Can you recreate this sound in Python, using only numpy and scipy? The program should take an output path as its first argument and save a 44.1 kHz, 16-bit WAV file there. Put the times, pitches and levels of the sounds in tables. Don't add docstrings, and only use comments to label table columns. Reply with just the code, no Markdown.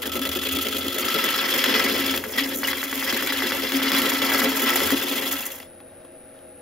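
import sys
import numpy as np
from scipy import signal
from scipy.fft import rfft, irfft, next_fast_len
from scipy.io import wavfile
from scipy.ndimage import uniform_filter1d

SR = 44100
rng = np.random.default_rng(int(sys.argv[2]) if len(sys.argv) > 2 else 0)


def to_wav(sig):
    pcm = np.clip(np.atleast_2d(sig), -1, 1) * 32767
    pcm = np.round(pcm).astype(np.int16)
    wavfile.write(sys.argv[1], SR, pcm.T)


N = 291501
SIZE = next_fast_len(N + SR)
HZ, TIME = np.fft.rfftfreq(SIZE, 1 / SR), np.arange(N) / SR
TURN_MS, CHATTER_HZ = 99.2, 270.5
CARRIER_HZ, FIELD_HZ = 9910.7, 29.65
HISS_SHARE, BLADE_SHARE = 0.4, 0.79

# t/s, tearing/dB, blade over tearing/dB, rest boom/dB, chatter/dB
CUT_FADERS = [(0.05, -35.5, 4.5, -33.5, -39), (0.5, -35.5, 7.5, -35.5, -34.5),
              (0.9, -38.5, 6.5, -35.5, -37.5), (1.1, -29, 2, -33, -40), (1.5, -27, 0, -33, -35.5),
              (1.75, -25.5, -1.5, -26.5, -31), (2.1, -29, -1, -33.5, -28.5), (2.3, -32.5, -1.5, -36, -47),
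              (2.42, -31.5, -3, -37.5, -31.5), (2.65, -32, 0, -35.5, -35), (2.9, -36, 0.5, -43.5, -37.5),
              (3.12, -27.5, -4, -34.5, -37.5), (3.7, -31.5, 1, -37, -28.5), (3.95, -25, -2, -30, -25.5),
              (4.17, -29, -2, -32, -30), (4.37, -24.5, -2.5, -29, -28), (4.55, -28.5, -1, -33.5, -27.5),
              (4.8, -25, -4, -29.5, -32), (5.05, -32.5, 2.5, -32, -36), (5.35, -34, 0, -38, -33.5),
              (5.5, -43.5, 0, -49, -55), (5.62, -51, -4, -61, -71), (5.67, -61, -7, -64, -65)]
# t/s, shank ring/dB, bed shake/dB
MACHINE_FADERS = [(0.05, -32.5, -47.5), (0.55, -36, -44), (0.9, -38.5, -52), (1.15, -27.5, -60),
                  (1.55, -35.5, -60), (1.8, -40, -48.5), (2.1, -48, -48), (2.3, -61, -53.5),
                  (3.2, -54, -54.5), (3.7, -47, -53), (4.0, -32, -54), (4.4, -37, -53), (4.7, -34, -60),
                  (4.88, -32, -44), (5.1, -44, -63), (5.35, -41, -54.5), (5.6, -72, -68)]
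# t/s, gain/dB
HISS_FADER = [(0.05, 5), (0.6, 6), (1.1, 1.5), (1.9, 1), (2.3, 2), (2.6, 1), (3.6, 2), (4.2, 3), (4.6, 4),
              (5.2, 5), (5.6, 5)]
# t/s, swing/dB
REST_ROCKING = [(0.1, 6), (2.0, 0.5), (3.6, 4), (5.3, 1)]
# t/s, main ridge's delay into the turn/ms
SPINDLE_LAG = [(0.05, 56), (0.5, 52), (1.05, 49.5), (1.35, 50), (1.64, 52.5), (2.24, 56.4), (2.63, 52.7),
               (3.22, 49.2), (3.55, 48.4), (3.92, 49.2), (4.42, 53.6), (4.9, 57), (5.6, 59)]
# end after the main ridge/ms, base length/ms, lip bite over depth/ratio
LOG_FLATS = [(99.4, 10.2, 0.55), (38.5, 13, 0.5), (62.5, 13.5, 0.15)]
# t/s, first/dB, second/dB, third/dB, first comes early by/ms
FLAT_DEPTHS = [(0.1, 11, 13, 15, 0.5), (0.5, 6.5, 9, 8, -0.5), (0.9, 6, 5, 2, 0), (2.0, 6.5, 3, -2, 1),
               (2.5, 6.5, 5, 0, 0), (3.3, 7, 5, 1, 0), (4.1, 8, 0, 0.5, 0), (4.7, 5.5, 4, 0, 1),
               (5.3, 6.5, 5, -0.5, 5.5), (5.6, 6, 0.5, 3, 15.5)]
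# t/s, first at/ms, first/dB, second at/ms, second/dB, third/dB
GRAIN_RIDGES = [(0.1, 22, 5.5, 49, -1, 8), (0.8, 23.5, 6.5, 37.5, 7, 0), (1.3, 21, 0, 49.6, 6, 6.5),
                (2.0, 25, 4, 59, 2, 5), (3.0, 31.6, 2.5, 51, 5.5, 2), (4.2, 31.5, 4, 50, 2, 3),
                (4.7, 25, -1, 56, 0, 2), (5.2, 36, -1, 52, 3.5, 1)]

# t/s, level/dB, crack over knock/dB
RIDGE_HITS = [(0.2526, -23, 4), (0.4324, -22, -17), (0.9836, -25, -4), (1.5389, -16, -10),
              (1.6402, -9.5, -3.5), (2.14, -15.5, -16), (2.176, -20, 1.5), (2.2392, -17.5, -26),
              (2.6326, -12, -25), (2.7315, -13, -26), (2.8295, -14.5, -21), (2.9277, -14, -30),
              (3.0253, -15.5, -29), (3.1254, -14.5, -17), (3.2247, -15, -23), (3.323, -13, -11),
              (3.4216, -13.5, -16), (3.5204, -12, -16), (3.7202, -15.5, -4), (3.8182, -16, -20),
              (3.918, -12, -5), (4.018, -17.5, 0.5), (4.1195, -14, -21), (4.2178, -13.5, -22),
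              (4.3184, -11.5, -14), (4.4183, -9.5, -11), (4.7028, -14, -8), (4.8035, -13.5, -7),
              (4.905, -11, -4), (4.918, -16, -10)]
# t/s, length/s, depth/dB
EDGE_SKIPS = [(2.175, 0.073, 12), (2.246, 0.083, 13), (2.45, 0.072, 5), (2.545, 0.08, 12.5)]
# t/s, boost/dB, decay/s, extra hiss/dB
EDGE_GRABS = [(0.981, 0, 0.017, 14), (1.74, 6, 0.021, 0), (1.795, 11, 0.007, -7), (2.377, 16, 0.019, 5),
              (2.54, -5, 0.051, 13.5), (2.672, 7, 0.03, 4), (4.66, 8, 0.029, -1), (1.638, 8, 0.011, 2),
              (2.633, 2.5, 0.025, -3), (5.42, 9, 0.0074, 2)]
# t/s, f/Hz, level/dB
SPLINTER_BREAKS = [(2.383, 1900, -15), (2.647, 2900, -19), (2.683, 2050, -19), (5.0275, 3480, -24),
                   (5.066, 3470, -26), (5.172, 2010, -27), (5.2674, 3460, -28), (5.272, 5150, -33),
                   (5.3702, 2790, -31), (5.4246, 2770, -30), (5.5169, 2720, -39)]
# t/s, level/dB
CHIP_TICKS = [(5.549, -35), (5.5822, -37), (5.6012, -26), (5.6296, -31.5), (5.8032, -38), (6.0492, -40),
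              (6.3894, -43)]

# f/Hz, width/Hz, level/dB
WOOD_MODES = [(1657, 10.7, 2.5), (1979, 160, 2.5), (2276, 52, -1.5)]
BLADE_MODES = [(3420, 55, 8), (3975, 60, -5), (2740, 70, -3), (3200, 100, 0.5), (2540, 40, -2)]
TIP_MODES = [(5146, 380, 0)]
SHANK_MODES = [(1325, 120, 0)]
REST_MODES = [(243.4, 16, 0), (295.7, 20, -1), (357, 12, 3), (437, 14, 2), (500, 30, 0), (542, 16, 1)]
LOG_END_MODES = [(770, 250, 0), (956, 240, 0)]
# f/Hz, gain/dB
WOOD_EQ = [(500, -55), (700, -10), (1100, -5), (1800, -10), (2500, -14.5), (3200, -31)]
BLADE_EQ = [(1900, -56), (2500, -2), (3400, 4.5), (3750, -6), (4400, -4.5), (5300, -7.5), (5600, -34),
            (6500, -18)]
REST_EQ = [(90, -29), (150, -20), (200, -8), (400, -3), (580, -17), (800, -26)]
HISS_EQ = [(4000, -72), (5800, -3), (7000, 0.5), (9000, -3), (11000, 3), (14000, 0), (16000, -3)]
FAN_EQ = [(25, -10), (90, -9), (600, -5), (840, -8), (950, -18.5), (1500, -12.5), (6000, -32), (8800, -35),
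          (10000, -12), (11000, -22), (11800, -33), (14000, -33)]
# f/Hz, width/Hz, level/dB
HOUSING_HUM = [(88, 20, -64), (237, 20, -62), (270, 12, -58), (357, 10, -59), (497, 8, -54), (542, 12, -56),
               (630, 8, -55.5), (830, 50, -65), (2700, 120, -73), (3800, 90, -74)]
# offset from the carrier/steps of FIELD_HZ, level/dB
DRIVE_TONES = [(-14, -61), (-8, -58), (-6, -60), (-3, -61), (-2, -53), (2, -51), (3, -62), (4, -57),
               (6, -62)]

# f/Hz, coherence/ratio
STEREO_LIKENESS = [(60, .98), (280, .98), (560, .5), (1400, .8), (4000, .72), (6000, .6), (8500, .86),
                   (13000, .97)]
# f/Hz, left lead/rad
STEREO_PHASE = [(60, 0), (2100, .15), (3300, .9), (5500, .1), (5900, -.8), (6900, -1.1), (7700, -3),
                (9500, -3.3), (11000, -4.6), (12400, -6.1), (13100, -6.28)]
# f/Hz, left over right/dB
STEREO_BALANCE = [(60, .5), (300, 2.8), (700, 1.6), (4500, 1.7), (8000, 0)]
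LIFT_S = CUT_FADERS[-1][0]


def gouge():
    cut_db, blade_db, rest_db, _ = curves(CUT_FADERS)
    shank_db, bed_db = curves(MACHINE_FADERS)
    skip_db, (grab_db, spray_db) = skips_db(), grabs_db()
    tear_db = cut_db + skip_db + grab_db
    ring_db = cut_db + BLADE_SHARE * (skip_db + grab_db) + blade_db
    hiss_db = -34.5 + 0.48 * (cut_db + 26)
    hiss_db += 1.4 * np.minimum(cut_db + 45.5, 0)
    hiss_db += HISS_SHARE * skip_db + spray_db + curves(HISS_FADER)[0]
    hollow_db = tear_db + 4 * (TIME - 4)
    rock_db = curves(REST_ROCKING)[0] * np.cos(2 * np.pi * (since_ridge_ms() - 19.3) / TURN_MS)
    fade_out = amp(-300 * np.maximum(TIME - LIFT_S, 0))
    contact, chips = contact_db(), chip_bursts(per_s=90, decay_ms=10.7)
    # level/dB, contact amount, chip amount, filter, snap rate/Hz, snap share
    layers = [(tear_db - 3, 1.2, 1.1, eq(WOOD_EQ) + modes(WOOD_MODES), 2500, .14),
              (ring_db - 0.9, 1.2, 1.1, eq(BLADE_EQ) + modes(BLADE_MODES), 4000, .14),
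              (tear_db - 8.5, .9, 1.4, modes(TIP_MODES), 4000, .22),
              (hollow_db - 13.5, .7, 1.6, modes(LOG_END_MODES), 900, .3),
              (hiss_db + 3, 1.15, 1.5, eq(HISS_EQ), 4000, .25),
              (rest_db + rock_db, .4, .45, eq(REST_EQ) + modes(REST_MODES), 900, 0),
              (shank_db - 4.5, .9, 1.1, modes(SHANK_MODES) ** 2, 900, .25)]
    chirp_level = amp(tear_db + 0.27 * blade_db - 4.5 + contact) * fade_out
    out = splinter_chirps(chirp_level, per_s=600, cycles=10.1, pitches=12)
    out += amp(bed_db) * fade_out * wavering_tone(80.5, drift_hz=2.45, sway_db=3.5)
    for level_db, by_contact, by_chips, response, per_s, share in layers:
        crumble = chips + 1.67 * chip_bursts(per_s=150, decay_ms=12)
        rhythm = unit_rms(amp(by_contact * contact + by_chips * crumble + 1.51 * wander(35)))
        source = fibres(per_s, share)
        gain = source.std() * np.sqrt(np.mean(abs(response) ** 2))
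        out += filtered(source * rhythm * amp(level_db) * fade_out, response / gain)
    return out


def fibres(per_s, share):
    size = amp(-0.5 * np.minimum(rng.exponential(1, (2, N)), 3)) * rng.choice([-1., 1.], (2, N))
    snaps = size * (rng.random((2, N)) < per_s / SR)
    return share * unit_rms(snaps) + (1 - share) * rng.standard_normal((2, N))


def contact_db():
    out, turn_ms = np.zeros(N), since_ridge_ms()
    lip_ms, ridge_ms, edge_ms = 1.6, 2.2, 0.47
    *depths_db, early_ms = curves(FLAT_DEPTHS)
    for (end_ms, base_ms, lip), depth_db, shift_ms in zip(LOG_FLATS, depths_db, [early_ms, 0, 0]):
        length_ms = base_ms + 1.24 * (depth_db - 5.5)
        since = (turn_ms - end_ms + shift_ms + length_ms) % TURN_MS
        free = np.clip(since / (0.47 * length_ms), 0, 1) * (since < length_ms)
        bite = lip * np.exp(-np.maximum(since - length_ms, 0) / lip_ms) * (since >= length_ms)
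        out += depth_db * (bite - free)
    first_ms, first_db, second_ms, second_db, third_db = curves(GRAIN_RIDGES)
    for at_ms, rise_db in [(first_ms, first_db), (second_ms, second_db), (92, third_db)]:
        out += rise_db * np.exp(-((turn_ms - at_ms) / ridge_ms) ** 2)
    return uniform_filter1d(out, int(edge_ms * SR / 1000) + 1)


def since_ridge_ms():
    return (1000 * TIME - curves(SPINDLE_LAG)[0]) % TURN_MS


def skips_db(ramp_s=0.014):
    return sum(-db * np.clip(np.minimum(TIME - s, s + length - TIME) / ramp_s, 0, 1)
               for s, length, db in EDGE_SKIPS)


def grabs_db(attack_s=0.0055):
    out = np.zeros((2, N))
    for s, db, decay_s, hiss_db in EDGE_GRABS:
        since = np.maximum(TIME - s, 0)
        envelope = np.minimum(since / attack_s, 1) * np.exp(-since / decay_s)
        out += np.outer([db, HISS_SHARE * db + hiss_db], envelope)
    return out


def chip_bursts(per_s, decay_ms):
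    starts = rng.random(N) * (rng.random(N) < per_s / SR)
    tails = signal.lfilter([1], [1, -np.exp(-1000 / (decay_ms * SR))], starts)
    bursts = uniform_filter1d(tails, int(0.0019 * SR))
    return np.minimum(unit_rms(bursts - uniform_filter1d(bursts, int(.07 * SR))), 2)


def splinter_chirps(level, per_s, cycles, pitches):
    out, t = np.zeros((2, N)), np.arange(900) / SR
    for hz in np.geomspace(1250, 4300, pitches) * rng.uniform(.96, 1.04, pitches):
        glide = 1 + rng.uniform(-10.5, 7.94) * t
        ring = np.sin(2 * np.pi * hz * t * glide) * t * np.exp(-hz * t / cycles)
        snaps = rng.standard_normal((2, N)) * (rng.random((2, N)) < per_s / pitches / SR)
        out += signal.oaconvolve(snaps * level, ring[None] / np.linalg.norm(ring), axes=1)[:, :N]
    return out * np.sqrt(SR / per_s)


def ridge_blows(knock_hz=1510, knock_ms=0.41, bounce_s=0.0035):
    times, level_db, crack_db = np.transpose(RIDGE_HITS)
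    t = np.arange(-30, 60) / SR
    knock = -np.cos(2 * np.pi * knock_hz * t) * np.exp(-(1000 * t / knock_ms) ** 2)
    knocks = triggered(knock, times, level_db)
    knocks += amp(-7) * np.roll(knocks, int(bounce_s * SR))
    ring = filtered(knocks, modes(WOOD_MODES) + amp(-16) * modes(BLADE_MODES))
    cracks = filtered(noise_ticks(times, level_db + crack_db), eq(HISS_EQ, -3) + eq(BLADE_EQ, 8))
    return amp(-0.5) * (knocks + ring) + cracks


def big_splinters(attack_ms=3):
    out, t, jitter = np.zeros(N), np.arange(2000) / SR, wander(1.1)
    rise = 1000 * t / attack_ms
    for s, hz, db in SPLINTER_BREAKS:
        span = slice(round(s * SR), round(s * SR) + len(t))
        cycles = np.cumsum(hz * (1 + .03 * jitter[span])) / SR + rng.random()
        out[span] += amp(db) * rise * np.exp(1 - rise) * np.sin(2 * np.pi * cycles)
    return out


def rest_chatter(catch_s=4.908, catch_length_s=0.045):
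    level = amp(curves(CUT_FADERS)[-1] + 0.5 + 3.95 * wander(20.7)) * (TIME < LIFT_S)
    progress = np.clip((TIME - catch_s) / catch_length_s, 0, 1)
    swell = amp(-16) * np.sin(np.pi * progress ** 2)
    tone = np.sin(2 * np.pi * np.cumsum(CHATTER_HZ + 3.94 * wander(19)) / SR)
    shove = filtered(swell * wander(0.5), modes([(304, 480, 0)]) ** 2)
    return (level + swell) * tone + 0.5 * shove


def falling_chips():
    colour = eq(HISS_EQ, -19) + eq(BLADE_EQ, -1) + eq(WOOD_EQ, 11.5)
    return filtered(noise_ticks(*np.transpose(CHIP_TICKS)), colour)


def motor():
    fan = unit_rms(filtered(rng.standard_normal((2, N)), eq(FAN_EQ))) * amp(-50.5 + .7 * wander(30))
    bands = sum(amp(db) * unit_rms(abs(modes([(hz, width, 0)])) ** 2)
                for hz, width, db in HOUSING_HUM if width > 15)
    hum = filtered(rng.standard_normal((2, N)), bands)
    hum += sum(amp(db) * wavering_tone(hz, drift_hz=width / 2, sway_db=3.5)
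               for hz, width, db in HOUSING_HUM if width <= 15)
    whine = np.zeros(N)
    for step, db in DRIVE_TONES:
        hz = CARRIER_HZ + step * FIELD_HZ
        whine += amp(db + 2 * wander(40)) * np.sin(2 * np.pi * (hz * TIME + rng.random()))
    return fan + hum + whine * [[1], [.3]]


def workshop_echoes(x, reverb_s=0.14):
    t = np.arange(SR // 2) / SR
    taps = rng.choice([-1., 1.], (2, len(t))) * (rng.random((2, len(t))) < .05)
    taps *= amp(-60 * t / reverb_s) * (t > .004)
    dull = signal.lfilter([.4], [1, -.6], taps)
    return signal.fftconvolve(x, dull / np.linalg.norm(dull[0]), axes=1)[:, :N]


def stereo_image(x):
    common, side = rfft(x, SIZE)
    alike, pan = np.clip(over_hz(STEREO_LIKENESS), 0, 1), amp(over_hz(STEREO_BALANCE) / 2)
    right = alike * common * np.exp(-1j * over_hz(STEREO_PHASE)) + np.sqrt(1 - alike ** 2) * side
    return irfft([common * pan, right / pan], SIZE)[:, :N]


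def wavering_tone(hz, drift_hz, sway_db):
    phase = 2 * np.pi * (np.cumsum(hz + drift_hz * wander(45)) / SR + rng.random())
    return np.sqrt(2) * amp(sway_db * wander(22)) * np.array([np.sin(phase), np.cos(phase)])


def noise_ticks(times, levels_db, decay_s=.003):
    envelope = np.exp(-np.arange(600) / (decay_s * SR))
    return triggered(envelope, times, levels_db) * rng.standard_normal(N)


def triggered(shape, times, levels_db):
    train = np.zeros(N)
    train[np.round(times * SR).astype(int)] = amp(levels_db)
    return signal.oaconvolve(train, shape)[:N]


def wander(ms):
    width = int(ms * SR / 1000)
    return unit_rms(uniform_filter1d(uniform_filter1d(rng.standard_normal(N), width), width))


def modes(table):
    return sum(amp(db) * 1j * HZ * width / (hz ** 2 - HZ ** 2 + 1j * HZ * width)
               for hz, width, db in table)


def curves(table):
    times, *columns = np.transpose(table)
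    return [np.interp(TIME, times, column) for column in columns]


def over_hz(points):
    hz, value = np.transpose(points)
    return np.interp(np.log(HZ + 1), np.log(hz + 1), value)


def eq(points, gain_db=0):
    return amp(over_hz(points) + gain_db)


def filtered(x, response):
    return irfft(rfft(x, SIZE) * response, SIZE)[..., :N]


def amp(db):
    return 10 ** (np.asarray(db) / 20)


def unit_rms(x):
    return x / np.sqrt(np.mean(x ** 2) + 1e-20)


def scene():
    cut = gouge() + (ridge_blows() + falling_chips() + big_splinters()) * [[1], [.5]]
    return stereo_image(cut + amp(-15) * workshop_echoes(cut) + rest_chatter() * [[1], [0]] + motor())


def record(dry, cutoff_hz=15750):
    lowpass = signal.firwin(511, cutoff_hz, window=("kaiser", 9), fs=SR)
    return signal.oaconvolve(dry, lowpass[None], "same")


dry = scene()
out = record(dry)
to_wav(out)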